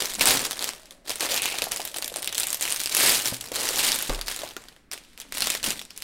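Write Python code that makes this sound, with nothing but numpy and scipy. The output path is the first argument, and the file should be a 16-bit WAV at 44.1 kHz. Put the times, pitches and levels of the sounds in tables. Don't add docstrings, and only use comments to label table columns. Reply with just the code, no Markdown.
import sys
import numpy as np
from scipy import signal
from scipy.fft import rfft, irfft, next_fast_len
from scipy.io import wavfile
from scipy.ndimage import uniform_filter1d

SR = 44100
rng = np.random.default_rng(int(sys.argv[2]) if len(sys.argv) > 2 else 0)


def log_audio(samples):
    frames = np.atleast_2d(samples).T
    limited = np.clip(frames, -1, 1)
    pcm = np.round(limited * 32767).astype(np.int16)
    wavfile.write(sys.argv[1], SR, pcm)


N = 266253

# start in seconds, relative level in dB, pitch of the facet in Hz.
LARGE_CREASES = [(0.022, -18, 3320), (0.0564, -18, 5840), (0.1372, -26, 8800), (0.1429, -25, 8100),
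                 (0.152, -22, 7150), (0.1955, -20, 2400), (0.21, -9, 2660), (0.256, -9.5, 8300),
                 (0.273, -7.5, 8600.0), (0.308, -10, 3920), (0.3935, -18.5, 7900.0), (0.4526, -17.5, 5300),
                 (0.5105, -18.5, 4550), (0.5924, -21.5, 4270), (0.6254, -19.5, 2280),
                 (0.6426, -16.5, 6700.0), (0.6908, -20, 2100), (0.7345, -32, 2800), (0.8325, -45, 4550),
                 (0.856, -43, 5500), (0.9085, -33, 3600), (0.922, -41, 3800), (1.0954, -19.5, 4630),
                 (1.1035, -21.5, 5372), (1.157, -24, 8400.0), (1.2073, -17, 4900.0), (1.228, -25, 8900),
                 (1.257, -23, 8270), (1.3428, -16.5, 5900),  (1.4202, -16.5, 9800.0),
                 (1.457, -14.5, 2600.0), (1.586, -17.5, 2500.0), (1.6203, -14, 2580),
                 (1.6407, -19, 11500.0), (1.7191, -16, 5710), (1.7617, -21.5, 7650), (1.7723, -24, 10000),
                 (1.803, -24.5, 2700.0), (1.8168, -25, 5130), (1.851, -21, 12100), (1.876, -26, 12000),
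                 (1.943, -24.5, 3250), (1.962, -24, 4300), (1.9698, -23, 8440), (1.9844, -21.5, 8440),
                 (2.024, -20, 5000), (2.0440, -20, 3500), (2.0585, -27, 7900), (2.0781, -22, 12200),
                 (2.0988, -30, 3250), (2.125, -34, 8600), (2.141, -26.5, 3500), (2.1605, -20.5, 9150),
                 (2.169, -23, 8950), (2.1853, -31, 8270), (2.1932, -32, 5170), (2.2227, -25, 9470),
                 (2.2283, -23.5, 3300), (2.2451, -22, 9200), (2.2589, -26, 8950), (2.275, -16, 3720),
                 (2.2925, -27, 3700), (2.326, -22, 3440), (2.3472, -22, 5500), (2.352, -22, 3580),
                 (2.3804, -14, 9100), (2.3989, -14.5, 8450), (2.405, -19, 8800), (2.433, -16.5, 2500.0),
                 (2.47, -18, 8060), (2.5039, -19, 7384), (2.5292, -15.5, 9130), (2.5448, -17.5, 12400),
                 (2.6106, -19, 7900), (2.624, -15, 7000), (2.7043, -20, 9200), (2.7240, -13.5, 9000),
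                 (2.762, -20, 5900.0), (2.796, -24, 5080), (2.8016, -18, 6170), (2.8152, -22.5, 2930),
                 (2.836, -20.5, 9500.0), (2.859, -15.5, 5400), (2.8736, -21, 2730), (2.8959, -23, 8270),
                 (2.9488, -11, 11930), (2.968, -12, 10100), (3.257, -15, 5360), (3.344, -24.5, 6860),
                 (3.4099, -23, 5693), (3.4613, -33, 4300), (3.518, -25, 2992), (3.6892, -15, 5230),
                 (3.919, -12.5, 5430), (4.0251, -18, 11980), (4.0955, -20.5, 1900), (4.1477, -26, 1470),
                 (4.213, -21, 4440), (4.2823, -19.5, 4540), (4.3633, -24, 6880), (4.3914, -27, 3960),
                 (4.5087, -35, 2950), (4.5662, -26, 1486), (4.6394, -41, 3620), (4.6852, -35.5, 1620),
                 (4.764, -45, 1710), (4.915, -25.5, 5400), (4.9337, -24.5, 8350), (5.177, -34, 7450),
                 (5.201, -28, 6700.0), (5.216, -31.5, 2900), (5.3233, -23, 3660), (5.3822, -20.5, 12000),
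                 (5.4058, -17, 9820), (5.421, -13, 4530), (5.4716, -15, 7100), (5.5016, -13, 7280),
                 (5.55, -18, 1940), (5.6295, -22.5, 4440), (5.641, -17.5, 3460), (5.7048, -16.5, 6310),
                 (5.7932, -25.5, 3730), (5.815, -28.5, 2720), (5.852, -36, 4650), (5.906, -32.5, 5150),
                 (5.9765, -27, 10500), (6.0225, -24, 4120)]


def creases(ring_db):
    start_s, level_db, pitch_hz = np.transpose(LARGE_CREASES)
    heard = snaps(start_s, level_db, pitch_hz, life_s=0.0017, crack_s=0.0011, ring_db=ring_db, tilt_db=2.0)
    return amp(0.99) * heard


def crinkle(level_db, scatter_db, pitch_spread, rub_db, buckle_db):
    times = swarm(level_db, crowding=0.75, count=2800)
    size, colour = rng.standard_normal((len(times), 2)).T
    pitch = np.clip(typical_pitch(times) * np.exp(pitch_spread * colour), 1500, 14000)
    grains = snaps(times, scatter_db * np.minimum(size, 2), pitch, life_s=0.0016)
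    hiss = filtered(rng.standard_normal(N), lambda hz: amp(along(FILM_COLOUR, hz)))
    rub = unit(dulled(hiss, corner_hz=4560))
    buckling = 1 / (1 + amp(2 * (buckle_db - level_db)))
    sliding = 1 - buckling + amp(2 * rub_db)
    rustle = np.sqrt(buckling) * steady(grains, span_s=0.058) + np.sqrt(sliding) * rub
    return amp(level_db - 2.0) * rustle


# time in seconds, typical pitch of the crinkle in Hz.
TAUTNESS = [(0, 5400), (.7, 4500), (1.15, 5200), (1.5, 3850), (1.85, 6550), (2.7, 6950), (3.1, 8200),
            (4.6, 3400), (5.7, 4300)]


def typical_pitch(times):
    return np.interp(times, *np.transpose(TAUTNESS))


# frequency in Hz, relative level in dB per Hz.
FILM_COLOUR = [(100, -24.5), (300, -4.5), (600, -5.5), (1300, -4.5), (1900, -0.5), (2600, 0.3), (4000, 2),
               (6200, -1.5), (8800, 0.5), (11500, -3), (15500, -7.5), (18000, -43.5)]


def snaps(times, level_db, pitch_hz, life_s, crack_s=0.0065, split_hz=8000,
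          ring_db=7, ring_width=0.15, tilt_db=0.5, size=256):
    t = (np.arange(size) - size // 8) / SR
    hz = np.maximum(np.fft.rfftfreq(size, 1 / SR), 1)
    stretch = np.exp(0.5 * rng.standard_normal((len(times), 1)))
    noise = rng.standard_normal((len(times), size)) * (t >= 0)

    def burst(fade_s):
        envelope = np.exp(-(t / (fade_s * stretch)) ** 2)
        return rfft(noise * envelope / np.sqrt(fade_s))

    treble = 1 / (1 + (split_hz / hz) ** 2)
    spectrum = treble * burst(crack_s) + (1 - treble) * burst(life_s)
    pitch = pitch_hz[:, None]
    resonance = ring_db * np.exp(-0.5 * (np.log2(hz / pitch) / ring_width) ** 2)
    taut = typical_pitch(times)[:, None]
    brightness = np.log2(np.sqrt(pitch * taut) / 5200)
    tilt = tilt_db * brightness * np.log2(np.maximum(hz / 1500, 1))
    rattle = irfft(spectrum * amp(along(FILM_COLOUR, hz) + resonance + tilt), size)
    rattle /= np.sqrt(np.sum(rattle ** 2, axis=1, keepdims=True) / (SR / 1000))
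    return placed(times + t[0], rattle * amp(level_db)[:, None])


def swarm(level_db, crowding, count):
    total = np.cumsum(amp(crowding * level_db))
    return np.searchsorted(total, rng.random(count) * total[-1]) / SR


def steady(x, span_s):
    size = max(int(span_s * SR), 8)
    power = uniform_filter1d(uniform_filter1d(x * x, size), size)
    floor = 1e-4 * np.mean(x * x)
    return x / np.sqrt(np.abs(power) + floor)


# start in seconds, rise in seconds, hold in seconds, relative level in dB,
# relaxing in dB per second, flapping against crinkle in dB.
HAND_TUGS = [(0.0, 0.003, 0.003, -26.5, 135.0, -12.0), (0.079, 0.013, 0.038, -34.0, 250.0, -20.0),
             (0.178, 0.008, 0.022, -35, 198, -6), (0.206, 0.0038, 0.0094, -20, 110, -14),
             (0.24, 0.03, 0.025, -19.5, 68, -11), (0.585, 0.027, 0.075, -34.5, 216, -9.0),
             (0.751, 0.03, 0.144, -57.5, 175, -5), (1.044, 0.06, 0.017, -32.5, 160.0, -12.0),
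             (1.192, 0.018, 0.026, -26.0, 170.0, -10.0), (1.286, 0.012, 0.078, -26, 264.5, -14.0),
             (1.407, 0.024, 0.018, -29, 42.0, -13.0), (1.68, 0.035, 0.018, -34.5, 115.5, -11.0),
             (1.824, 0.029, 0.019, -37, 281.5, -15.0), (1.94, 0.024, 0.008, -41, 55, -9),
             (2.153, 0.007, 0.01, -41, 70.0, -4), (2.308, 0.085, 0.041, -32, 40, -21.0),
             (2.604, 0.027, 0.033, -27.5, 55, -24), (2.878, 0.169, 0.057, -17.5, 90.0, -18),
             (3.242, 0.014, 0.016, -26.5, 160.0, -22.0), (3.403, 0.005, 0.005, -40.5, 45, -10.0),
             (3.516, 0.041, 0.171, -27.5, 65, -14.0), (3.717, 0.085, 0.083, -22.0, 70, -18.0),
             (4.09, 0.012, 0.02, -37, 129.5, 0.5), (4.253, 0.023, 0.031, -31.0, 120.0, -21.0),
             (4.375, 0.018, 0.059, -38.5, 140.0, -8.0), (4.569, 0.041, 0.079, -54, 100, -5.0),
             (4.909, 0.018, 0.013, -37.5, 205.0, -13.0), (4.998, 0.015, 0.098, -57.0, 44.5, -16),
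             (5.168, 0.04, 0.008, -46, 150.0, -8.0), (5.305, 0.085, 0.14, -29.5, 190.0, -26.0),
             (5.626, 0.0079, 0.055, -27, 165, -20), (5.86, 0.11, 0.06, -49, 101.5, -16)]


def effort():
    t = np.arange(N) / SR
    fine, flap = np.full((2, N), 1e-9)
    for start_s, rise_s, hold_s, level_db, relax, flap_db in HAND_TUGS:
        relaxing_s = np.maximum(t - start_s - rise_s - hold_s, 0)
        force = np.clip((t - start_s) / rise_s, 0, 1) * amp(level_db - relax * relaxing_s)
        fine = fine + force ** 2
        flap = flap + (force * amp(flap_db)) ** 2
    return 10 * np.log10(fine), 10 * np.log10(flap)


# frequency in Hz, relative level in dB.
SHEET_COLOUR = [(25, -17), (80, -20), (122, -3), (170, -12.5), (260, 0), (480, 3.5), (800, 1.5), (1500, -4),
                (3000, -15), (8000, -64)]


def flapping(level_db, scatter_db):
    times = swarm(level_db, crowding=0.15, count=5000)
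    size, push = rng.standard_normal((len(times), 2)).T
    flips = placed(times, (np.sign(push) * amp(scatter_db * size))[:, None])
    pops = filtered(flips, lambda hz: amp(along(SHEET_COLOUR, hz)))
    return amp(level_db + 0.8) * steady(pops, span_s=0.12)


# start in seconds, relative level in dB, pitch of the contact in Hz.
ROLL_KNOCKS = [(0.02, -29.5, 421), (1.54, -29.5, 760), (1.621, -26, 496), (1.669, -30, 746),
               (1.797, -28.5, 710), (1.961, -37, 716), (1.986, -35, 600), (2.118, -36.5, 500),
               (2.160, -31.5, 600), (3.322, -29, 181), (3.324, -32, 574), (3.517, -27, 504),
               (4.093, -24.5, 277), (4.095, -29, 1210), (4.1, -23, 530), (4.434, -28.5, 610),
               (4.566, -37, 410), (4.567, -35, 1440), (5.677, -28.5, 304)]


def knocks(t60, scuff_db, scuff_t60):
    t = np.arange(SR // 8) / SR
    blows = []
    for _, level_db, hz in ROLL_KNOCKS:
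        onset = 1 - np.exp(-t / 0.00078)
        push = np.sin(2 * np.pi * hz * t) * amp(-60 * t / t60) * onset
        band = signal.butter(2, [hz / 2, hz * 1.6], "bandpass", fs=SR, output="sos")
        scrape = unit(signal.sosfilt(band, rng.standard_normal(len(t))))
        scuff = scrape * amp(scuff_db - 60 * t / scuff_t60)
        blows.append(amp(level_db + 7.0) * (push + scuff))
    return placed([row[0] for row in ROLL_KNOCKS], np.array(blows))


# frequency in Hz, level in dB, t60 in seconds.
TUBE_MODES = [(123, -36.5, 0.29), (260, -38.5, 0.21)]
# frequency in Hz, level in dB, t60 in seconds.
TABLE_MODES = [(32.4, -23, 0.56)]
LANDINGS_S = [3.323, 4.098]


def table():
    hum = sum(ringing(TUBE_MODES, start_s) for start_s in LANDINGS_S)
    wobble = ringing(TABLE_MODES, LANDINGS_S[-1])
    return hum + wobble


def ringing(modes, start_s):
    t = np.maximum(np.arange(N) / SR - start_s, 0)
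    return sum(amp(db - 60 * t / t60) * np.sin(2 * np.pi * hz * t) for hz, db, t60 in modes)


# middle in seconds, level in dB, half length in seconds, resonance in Hz.
FILM_DRAGS = [(1.321, -35, 0.032, 545), (1.443, -34.5, 0.14, 2580), (1.9, -54, 0.95, 604),
              (3.107, -59.5, 0.66, 119), (3.647, -43, 0.12, 477), (3.706, -35, 0.018, 470),
              (4.465, -50, 0.018, 750)]


def drags(width=0.3, scatter_db=5, count=5000):
    out = np.zeros(N)
    for middle_s, level_db, half_s, centre in FILM_DRAGS:
        size, push = rng.standard_normal((count, 2)).T
        jerks = (np.sign(push) * amp(scatter_db * size))[:, None]
        slips = placed(rng.random(count) * N / SR, jerks)

        def resonance(hz):
            damping = 1j * hz * width * centre
            return (damping / (centre ** 2 - hz ** 2 + damping)) ** 2

        out += swells([(middle_s, level_db, half_s)]) * unit(filtered(slips, resonance))
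    return out


# middle in seconds, level in dB, half length in seconds.
SHEET_SWEEPS = [(0.302, -40.5, 0.14), (3.15, -46.5, 0.053), (3.8, -48, 0.25), (5.43, -48, 0.13),
                (5.685, -41.5, 0.05), (5.78, -53, 0.069)]
# frequency in Hz, relative level in dB.
DRAUGHT_COLOUR = [(30, 6), (50, -3.5), (90, -4), (180, 0.5), (270, 5.5), (480, -24), (2000, -63)]


def sweeps():
    draught = filtered(rng.standard_normal(N), lambda hz: amp(along(DRAUGHT_COLOUR, hz)))
    return swells(SHEET_SWEEPS) * unit(draught)


def swells(rows):
    t = np.arange(N) / SR
    return sum(amp(db) * np.exp(-((t - middle_s) / half_s) ** 2) for middle_s, db, half_s in rows)


# frequency in Hz, t60 in seconds.
ROOM_DECAY = [(150, 0.91), (600, 0.34), (3500, 0.18), (9000, 0.25), (16000, 0.094)]


def room(x, size=128):
    frames = dict(fs=SR, nperseg=size, noverlap=size - size // 4)
    hz, t, z = signal.stft(x, **frames)
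    lag = t[t < 0.4]
    arrived = lag > 0.003
    late = arrived * amp(-120 * lag / along(ROOM_DECAY, hz)[:, None])
    decay = late * (1 + 17.4 * np.exp(-lag / 0.0033))
    decay /= decay.sum(axis=1, keepdims=True)
    power = np.abs(signal.fftconvolve(np.abs(z) ** 2, decay, axes=1)[:, :len(t)])
    wash = signal.stft(rng.standard_normal(N), **frames)[2]
    shaped = wash * np.sqrt(power / np.mean(np.abs(wash) ** 2))
    wet = signal.istft(shaped, **frames)[1][:N]
    return dulled(wet, corner_hz=10600)


# frequency in Hz, relative level in dB.
HUSH_COLOUR = [(32, -2.5), (50, -6), (90, -18), (250, -10.5), (700, -30.5), (2000, -26.5), (8000, -69),
               (16000, -47.5)]


def hush():
    noise = filtered(rng.standard_normal(N), lambda hz: amp(along(HUSH_COLOUR, hz)))
    return amp(-58.5) * unit(noise)


def amp(db):
    return 10 ** (np.asarray(db) / 20)


def unit(x):
    return x / np.sqrt(np.mean(x ** 2) + 1e-20)


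def along(points, hz):
    f, v = np.transpose(points)
    return np.interp(np.log(hz + 1), np.log(f), v)


def filtered(x, response):
    m = next_fast_len(N + SR // 2)
    return irfft(rfft(x, m) * response(np.fft.rfftfreq(m, 1 / SR)), m)[:N]


def dulled(x, corner_hz):
    return filtered(x, lambda hz: 1 / (1 + 1j * hz / corner_hz))


def placed(times, sounds):
    starts = np.round(np.asarray(times) * SR).astype(int)
    at = starts[:, None] + np.arange(sounds.shape[1])
    return np.bincount(np.clip(at, 0, N).ravel(), sounds.ravel(), N + 1)[:N]


def scene():
    crinkle_db, flap_db = effort()
    loud = creases(ring_db=7)
    all_round = creases(ring_db=5.0)
    fine = crinkle(crinkle_db, scatter_db=6.5, pitch_spread=0.52, rub_db=-11.5, buckle_db=-54.5)
    bumps = knocks(t60=0.025, scuff_db=-12, scuff_t60=0.05)
    wet = room(amp(-4) * all_round + amp(-4.5) * fine + amp(-9.0) * bumps)
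    low = flapping(flap_db, scatter_db=6.5) + sweeps() + drags() + table()
    return (loud + fine + bumps + wet + low + hush())[None]


def record(dry, ceiling=0.66, top_hz=16000):
    rounded = dry[0] / (1 + np.abs(dry[0] / ceiling) ** 4) ** (1 / 4)
    return filtered(rounded, lambda hz: 1 / np.sqrt(1 + (hz / top_hz) ** 260))[None]


dry = scene()
out = record(dry)
log_audio(out)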